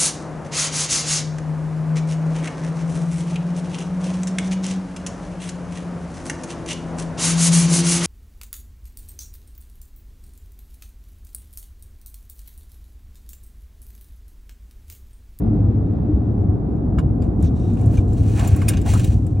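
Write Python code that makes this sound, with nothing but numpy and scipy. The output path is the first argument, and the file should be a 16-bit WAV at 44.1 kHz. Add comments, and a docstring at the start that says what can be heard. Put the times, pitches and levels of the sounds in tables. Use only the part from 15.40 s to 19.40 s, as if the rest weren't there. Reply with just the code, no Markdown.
"""Inside a car on a highway at night. From the start, tyres rumble through the body all around, the air inside
the tyres booms over the drone of the drive train, and air hisses faintly at the window seals. Soon the wheels
begin to thump over seams. Right at the microphone a hand shifts its grip on a plastic case: a few faint ticks,
a knock at 1.6 s, then a dry sliding rustle that builds among more knocks. The case snaps once, sharply, at 3.3
s, and the hand settles."""
import sys
import numpy as np
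from scipy import signal
from scipy.fft import rfft, irfft
from scipy.io import wavfile

SR = 44100
rng = np.random.default_rng(int(sys.argv[2]) if len(sys.argv) > 2 else 0)


def dump(signal):
    """Clip the signal to [-1, 1] and save it as 16-bit WAV at the path in sys.argv[1]."""
    limited = np.clip(np.atleast_2d(signal).T, -1, 1)
    pcm = np.round(limited * 32767).astype(np.int16)
    wavfile.write(sys.argv[1], SR, pcm)


N = 176400
T, HZ = np.arange(N) / SR, np.maximum(np.arange(N // 2 + 1) * SR / N, 1)

# Knocks and clicks of the case. Each row: start in seconds, level in dB in the low, middle, high and
# top band, pitch in Hz of the part that rings most, its level in dB.
CONTACTS = [(0.378, -65, -76, -68.5, -67, 6670, -76.5), (.515, -67, -81.5, -71.5, -79, 7100, -72),
            (1.362, -66, -70, -72, -74, 6880, -68), (1.582, -27, -50, -56, -68, 1198, -23.5),
            (1.585, -38, -41.5, -47, -66, 2215, -35), (1.594, -41.5, -54, -58, -73, 1475, -38),
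            (1.82, -50, -51, -54, -72, 4700, -47), (2.023, -46, -67, -44.5, -62, 9060, -42),
            (2.332, -59, -61, -56, -64, 6900, -55), (2.369, -51, -54, -66, -68, 2620, -52),
            (2.41, -54.5, -66, -49.5, -54, 2290, -47), (2.457, -53, -59.5, -46.5, -57, 8100, -55),
            (2.571, -46, -43.5, -49, -70, 6280, -36.5), (2.578, -40, -45, -60, -68, 2370, -29.5),
            (2.68, -65, -67, -60, -73, 6900, -62), (2.729, -56.5, -59, -47.5, -66, 7500, -59),
            (2.895, -50, -56, -52, -62, 6200, -48), (2.993, -36, -33.5, -38, -52, 7540, -30),
            (3.073, -44.5, -45, -36, -25.5, 7180, -23), (3.16, -39.5, -58, -41.5, -32, 9450, -33),
            (3.216, -30.5, -39, -43, -57, 2150, -28), (3.281, -39.5, -27, -32, -20, 2520, -22.5),
            (3.283, -47, -29.5, -31, -21, 4940, -24.5), (3.287, -46, -35, -23.5, -21, 9050, -12),
            (3.302, -36.5, -40, -41, -59, 1580, -29), (3.333, -36.5, -36.5, -49, -54, 2840, -39),
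            (3.369, -41.5, -36.5, -43, -52, 6240, -32), (3.375, -50, -46, -53, -56, 4700, -40),
            (3.413, -67, -46, -43, -52, 7700, -38), (3.459, -32.5, -41, -40, -53, 776, -25.5),
            (3.534, -30.5, -42, -32, -45, 1265, -28), (3.594, -41.5, -35.5, -38.5, -48, 2620, -34),
            (3.642, -55.5, -39, -35.5, -32, 3850, -32), (3.864, -55.5, -60, -50, -49, 8140, -42.5),
            (3.97, -57, -75, -75, -83, 2430, -51)]
# Those four bands. Each row: lower edge in Hz, upper edge in Hz.
CONTACT_BANDS = [(700, 1340), (2000, 6000), (6600, 9900), (11400, 31000)]
# Resonances of the plastic case. Each row: centre in Hz, width in Hz, lift in dB.
CASE_RESONANCES = [(731.5, 150, 18.5), (1093, 64, 13), (1610, 370, 9), (2170, 110, 10.5), (2464, 150, 11),
                   (2825, 140, 15.5), (3690, 100, 8.5), (5100, 290, -4), (6000, 180, 1.5), (6440, 170, 4),
                   (8600, 110, 6), (8670, 130, 6), (9650, 100, 4.5), (11100, 330, -6.5), (13700, 68, 3)]


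def from_db(db):
    """Decibels to gain."""
    return 10 ** (np.asarray(db) / 20)


def rms_one(x):
    """Scale to rms 1."""
    return x / np.sqrt(np.mean(x ** 2) + 1e-20)


def in_time(rows):
    """Each column of a curve at every sample."""
    times, *columns = np.transpose(rows)
    return [np.interp(T, times, column) for column in columns]


def at_hz(points):
    """A table over log frequency, read at every bin."""
    hz, value = np.transpose(points)
    return np.interp(np.log(HZ), np.log(hz), value)


def white():
    """Fresh white noise."""
    return rng.standard_normal(N)


def colour(x, gain):
    """Filter by a gain per bin; rms 1."""
    return rms_one(irfft(rfft(x) * gain, N))


def drift(rate_hz):
    """Random wander, mostly slower than rate_hz; rms 1."""
    return colour(white(), 1 / (1 + (HZ / rate_hz) ** 2))


def lift_db(resonances):
    """Lift that a set of resonances gives to each frequency."""
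    return sum(db / (1 + (2 * (HZ - hz) / width) ** 2) for hz, width, db in resonances)


def tyres():
    """Tyre noise comes through the body from all around; bass and roar follow the road surface."""
    # Road noise in the cabin. Each row: frequency in Hz, relative level in dB.
    spectrum = [(15, -43.5), (25, -11), (42, -5.5), (65, 2), (88, -3), (122, 0), (145, -7), (185, -7),
                (230, -11), (262, -8.5), (305, -10), (350, -15.5), (420, -22.5), (520, -25), (600, -28.5),
                (730, -26), (900, -36), (1300, -43), (2000, -61.5), (3000, -75.5), (3900, -75.5),
                (5000, -80), (8500, -89), (10000, -81), (11500, -100), (16000, -112)]
    # Narrow resonances of cabin and trim. Each row: centre in Hz, width in Hz, lift in dB.
    cabin_resonances = [(174, 10, 3), (224, 16, 6.5), (302, 8.9, 6.5), (416.3, 25, 6.5), (498, 43, 2.5),
                        (721, 35, 2), (9580, 390, 16)]
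    # How alike the two sides sound. Each row: frequency in Hz, left-right correlation.
    likeness = [(30, 0.98), (80, 1), (170, 0.89), (330, .82), (650, 0.25), (1200, 0.11), (2500, 0.93),
                (9000, 0.23)]
    # The passing surface. Each row: time in seconds, bass gain in dB, roar gain in dB.
    surface = [(0, -2, 1.5), (.3, 0.5, 1), (.8, -2.5, 0), (1.12, 0, 1), (1.3, -4, 1), (1.58, 2, 1),
               (1.9, 1, 1), (2.2, 1.5, .5), (2.5, -1.5, 1.5), (2.72, -1, 0), (3.1, 1, -.5), (3.55, 3, -1.5),
               (3.8, 2, -3), (4, -4, -4.5)]
    level_db, flutter_db, bass_edge_hz = -18.5, 0.5, 172
    alike = at_hz(likeness)
    mid = rfft(white()) * np.sqrt(1 + alike)
    side = rfft(white()) * np.sqrt(1 - alike)
    gain = from_db(at_hz(spectrum) + lift_db(cabin_resonances))
    noise = rms_one(irfft(gain * np.array([mid + side, mid - side]), N))
    bass = irfft(rfft(noise) / (1 + (HZ / bass_edge_hz) ** 10), N)
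    roar = noise - bass
    bass_db, roar_db = in_time(surface)
    roar_db = roar_db + flutter_db * drift(42)
    return from_db(level_db) * (bass * from_db(bass_db) + roar * from_db(roar_db))


def hum(levels, hz, wander_hz, waver_db):
    """A low tone that wanders in pitch and strength."""
    phase = 2 * np.pi * np.cumsum(hz + wander_hz * drift(11.9)) / SR
    tone = np.sin(phase) * from_db(waver_db * drift(32))
    return from_db(in_time(levels)[0]) * rms_one(tone)


def tyre_boom():
    """The air inside the tyres booms unsteadily around one low pitch."""
    # Swells of the boom. Each row: time in seconds, level in dB.
    levels = [(0, -28.5), (.3, -21), (.8, -21.5), (1.1, -21), (1.35, -37), (1.9, -34.5), (2.47, -15.5),
              (2.75, -23), (3.1, -17.5), (3.6, -22), (4, -19)]
    return hum(levels, hz=101.45, wander_hz=5.08, waver_db=3)


def drive_train():
    """The drive train drones deep beneath the boom."""
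    # Swells of the drone. Each row: time in seconds, level in dB.
    levels = [(0, -30.5), (.22, -28), (.35, -41), (1.45, -38.5), (1.72, -29), (2.08, -28), (2.2, -32.5),
              (2.75, -24), (3.1, -30.5), (4, -37.5)]
    return hum(levels, hz=46.24, wander_hz=1.34, waver_db=0.5)


def wind():
    """Air rushes past the window seals: a faint hiss with thin whistles."""
    # The air eases as the car slows. Each row: time in seconds, level in dB.
    levels = [(0, -65.5), (.8, -67.5), (1.15, -71), (1.6, -71.5), (4, -70.5)]
    # Colour of the hiss. Each row: frequency in Hz, relative level in dB.
    spectrum = [(900, -25.5), (1800, 6.5), (2700, -4.5), (4200, -8.5), (5200, -12.5), (7000, -17),
                (10000, -40.5), (13000, -62.5)]
    # Whistles at the seals. Each row: centre in Hz, width in Hz, lift in dB.
    whistles = [(2630, 90, 10.5), (3430, 57, 9), (3780, 120, 8.5), (6600, 220, 5)]
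    level_db = in_time(levels)[0] + drift(7.5)  # flutters by about 1 dB
    return from_db(level_db) * colour(white(), from_db(at_hz(spectrum) + lift_db(whistles)))


def ripple_db():
    """Dense small modes of the case cut fine peaks and dips into a spectrum."""
    depth_db, delay_spread_s = 4.4, 0.0012
    reflections = white() * np.exp(-np.minimum(T / delay_spread_s, 50))
    return depth_db * rms_one(rfft(reflections).real)


def case_clicks():
    """Each contact is a brief crunch in the case's resonances; the top band dies first."""
    # Decay of the crunch. Each entry, from low band to top: seconds to fall by 60 dB.
    band_t60_s = [0.058, 0.076, 0.066, 0.047]
    attack_s, hold_s = 0.0035, 0.00088
    body = from_db(lift_db(CASE_RESONANCES) + ripple_db())
    out = np.zeros(N)
    for k, ((low, high), t60) in enumerate(zip(CONTACT_BANDS, band_t60_s)):
        power = np.zeros(N)
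        for start_s, *levels_db, _, _ in CONTACTS:
            start = int(start_s * SR)
            age = T[:min(SR // 4, N - start)]
            shape = np.minimum(age / attack_s, 1) * from_db(-60 * np.maximum(age - hold_s, 0) / t60)
            power[start:start + len(age)] += (from_db(levels_db[k]) * shape) ** 2
        band = 1 / np.sqrt((1 + (low / HZ) ** 10) * (1 + (HZ / high) ** 10))
        out += np.sqrt(power) * colour(white(), band * body)
    return out


def case_rings():
    """Each contact rings the modes of the case, and one part of it most of all."""
    # Modes of the case. Each row: pitch in Hz, dB relative to the contact there, seconds to fall 60 dB.
    case_modes = [(1031, -7, 0.12), (1580, -4.5, 0.066), (2410, -6, 0.041), (2877, -11.5, .075),
                  (3620, -14.5, .072), (5140, -7, .067), (6800, -8.5, .065), (8900, -4.5, 0.055),
                  (9450, -6.5, .076)]
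    attack_s, part_t60_s = 0.0025, 0.034
    spread_db, detune_share = 0.5, 0.015  # the grip shifts the modes from contact to contact
    log_centres = np.log(CONTACT_BANDS).mean(axis=1)
    out = np.zeros(N)
    for start_s, *levels_db, part_hz, part_db in CONTACTS:
        start = int(start_s * SR)
        age = T[:min(SR // 4, N - start)]
        attack = np.minimum(age / attack_s, 1)
        modes = []
        for hz, db, t60 in case_modes:
            contact_db = np.interp(np.log(hz), log_centres, levels_db)
            detuned_hz = hz * (1 + detune_share * rng.normal())
            modes.append((detuned_hz, db + contact_db + spread_db * rng.normal(), t60))
        for hz, db, t60 in modes + [(part_hz, part_db, part_t60_s)]:
            wave = np.sin(2 * np.pi * (hz * age + rng.random()))
            out[start:start + len(age)] += from_db(db - 60 * age / t60) * attack * wave
    return out


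def seam_thumps():
    """Each seam under the wheels makes the body swell and ring briefly; some thumps sink in pitch."""
    # Seams in the road. Each row: start in seconds, level in dB, pitch in Hz, fall in octaves a second.
    seams = [(0.684, -15, 303.3, 0), (0.728, -12, 65.1, -0.5), (1.096, -11, 101.3, 0),
             (2.021, -9, 105.3, 10.5), (2.025, -17, 167, 0), (1.98, -20.5, 299.3, -0.5),
             (2.573, -14, 60, 0), (2.792, -8.5, 99, 5.5), (2.785, -15, 135.1, 0.5), (2.857, -11.5, 96.5, 3),
             (3.114, -6.5, 85.4, -0.5), (3.478, -11, 76.5, 0)]
    rise_s = 0.018
    out = np.zeros(N)
    for start_s, db, hz, fall in seams:
        age = np.maximum(T - start_s, 0)
        swell = (age / rise_s * np.exp(1 - age / rise_s)) ** 2
        pitch_hz = hz * 2 ** (-fall * age) * (age > 0)
        out += from_db(db) * swell * np.sin(2 * np.pi * np.cumsum(pitch_hz) / SR)
    return out


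def friction():
    """Dense tiny slips over smooth rubbing noise."""
    slips_per_s, spread_db, slip_share = 900, 1, 0.3
    sizes = from_db(spread_db * np.minimum(rng.exponential(1, N), 5)) * rng.choice([-1, 1], N)
    slips = rms_one(sizes * (rng.random(N) < slips_per_s / SR))
    return np.sqrt(slip_share) * slips + np.sqrt(1 - slip_share) * white()


def hand_slide():
    """Skin drags unevenly over the case: a bright hiss and, under pressure, a lower rasp."""
    # The hand's movement. Each row: time in seconds, hiss level in dB, rasp level in dB.
    levels = [(.9, -88.5, -84.5), (1.02, -73.5, -75), (1.14, -94.5, -78), (1.8, -77.5, -78.5),
              (1.845, -63, -56), (1.89, -76, -76), (1.98, -74, -85), (2.045, -53.5, -52.5),
              (2.125, -71.5, -69.5), (2.17, -60, -71), (2.5, -60.5, -59.5), (2.56, -51, -53.5),
              (2.64, -65.5, -88.5), (2.79, -52.5, -55.5), (2.92, -46.5, -49.5), (3.0, -42, -36.5),
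              (3.06, -41.5, -43), (3.14, -48.5, -45), (3.26, -52.5, -48), (3.32, -45, -42.5),
              (3.44, -58, -54), (3.49, -34.5, -41.5), (3.56, -38.5, -42), (3.62, -43.5, -46.5),
              (3.65, -42.5, -53.5), (3.72, -49, -51.5), (3.81, -63, -84.5), (4, -69.5, -84)]
    # Colours of the hiss and the rasp. Each row: frequency in Hz, relative level in dB.
    hiss_spectrum = [(1200, -16.5), (2400, -3.5), (3200, -0.5), (4700, -1.5), (6000, 2.5), (7200, 1.5),
                     (9000, 1), (10400, -0.5), (11500, -13.5), (13000, -12.5), (14200, -8), (15500, -9)]
    rasp_spectrum = [(300, -8.5), (550, 7.5), (800, 6.5), (1150, -2), (1500, -1), (2000, 0), (2600, -2.5),
                     (3200, -17.5), (6000, -31)]
    resonance_share, uneven_db = 0.3, 1.94
    hiss_db, rasp_db = in_time(levels)
    body_db = resonance_share * lift_db(CASE_RESONANCES) + 0.5 * ripple_db()
    hiss = from_db(hiss_db) * colour(friction(), from_db(at_hz(hiss_spectrum) + body_db))
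    rasp = from_db(rasp_db) * colour(friction(), from_db(at_hz(rasp_spectrum) + body_db))
    return (hiss + rasp) * from_db(uneven_db * drift(32))


def hand_scrapes():
    """Short scrapes swell and fade, each stirring one resonance of the case."""
    # Each row: start in seconds, length in seconds, centre in Hz, half-width in Hz, level in dB.
    strokes = [(2.009, 0.092, 3640, 450, -58.5), (2.024, 0.068, 5840, 700, -56.5),
               (2.12, 0.28, 3750, 220, -65), (2.14, 0.18, 5600, 406, -68), (2.523, 0.03, 8950, 3500, -53),
               (2.965, .13, 728, 128.4, -39), (2.971, 0.13, 1060, 118.4, -40.5),
               (3.307, 0.065, 2430, 249, -45), (3.454, 0.044, 755, 129, -32.5),
               (3.461, 0.052, 2140, 200, -44), (3.279, 0.024, 5350, 600, -36),
               (3.537, 0.037, 1130, 245, -35)]
    out = np.zeros(N)
    for start_s, length_s, hz, half_width_hz, db in strokes:
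        progress = np.clip((T - start_s) / length_s, 0, 1)
        swell = np.sqrt(4 * progress * (1 - progress))
        band = 1 / (1 + ((HZ - hz) / half_width_hz) ** 2)
        out += from_db(db) * swell * colour(friction(), band)
    return out


def scene():
    """The car all around, the hand right at the microphone and a little to the right."""
    # Lean of car and hand. Each row: frequency in Hz, dB added on the left and taken from the right.
    car_lean = [(25, -1.5), (80, 1), (160, -0.36), (300, 0.8), (600, 0), (2000, -0.5)]
    hand_lean = [(500, -3), (800, 0), (1200, -2.5), (2400, 0.2), (4000, 0)]
    # Diffuse part of the hand's sound. Each row: frequency in Hz, gain in dB.
    diffuse_gain = [(500, -3.5), (1200, -1), (2000, -16), (3000, -18), (5000, -26.5), (9000, -13),
                    (15000, -14)]
    # Close sounds reach the right side later. Each row: frequency in Hz, phase lag in radians.
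    right_lag = [(0, 0), (900, 0), (1100, 2.5), (1200, 4.5), (1400, 6.28), (8750, 6.28), (15750, 18.85),
                 (22050, 30)]
    car = rfft(tyres() + tyre_boom() + drive_train() + seam_thumps() + wind())
    direct = rfft(hand_slide() + hand_scrapes() + case_clicks() + case_rings())
    diffuse = rfft(hand_slide() + case_clicks()) * from_db(at_hz(diffuse_gain))
    lag = np.exp(-1j * np.interp(HZ, *np.transpose(right_lag)))
    hand = np.array([direct + diffuse, (direct - diffuse) * lag])
    car_pan, hand_pan = (from_db(at_hz(lean) * [[1], [-1]]) for lean in (car_lean, hand_lean))
    return irfft(car * car_pan + hand * hand_pan, N)


def record(dry):
    """The sound fades in at once; the deepest rumble rolls off and the top is cut steeply."""
    fade_in_s, low_cut_hz, high_cut_hz = 0.004, 37, 15900
    low_cut = signal.butter(2, low_cut_hz, "high", fs=SR, output="sos")
    high_cut = signal.ellip(10, 0.2, 80, high_cut_hz, fs=SR, output="sos")
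    faded = dry * np.minimum(T / fade_in_s, 1)
    return signal.sosfilt(high_cut, signal.sosfilt(low_cut, faded))


dry = scene()
out = record(dry)
dump(out)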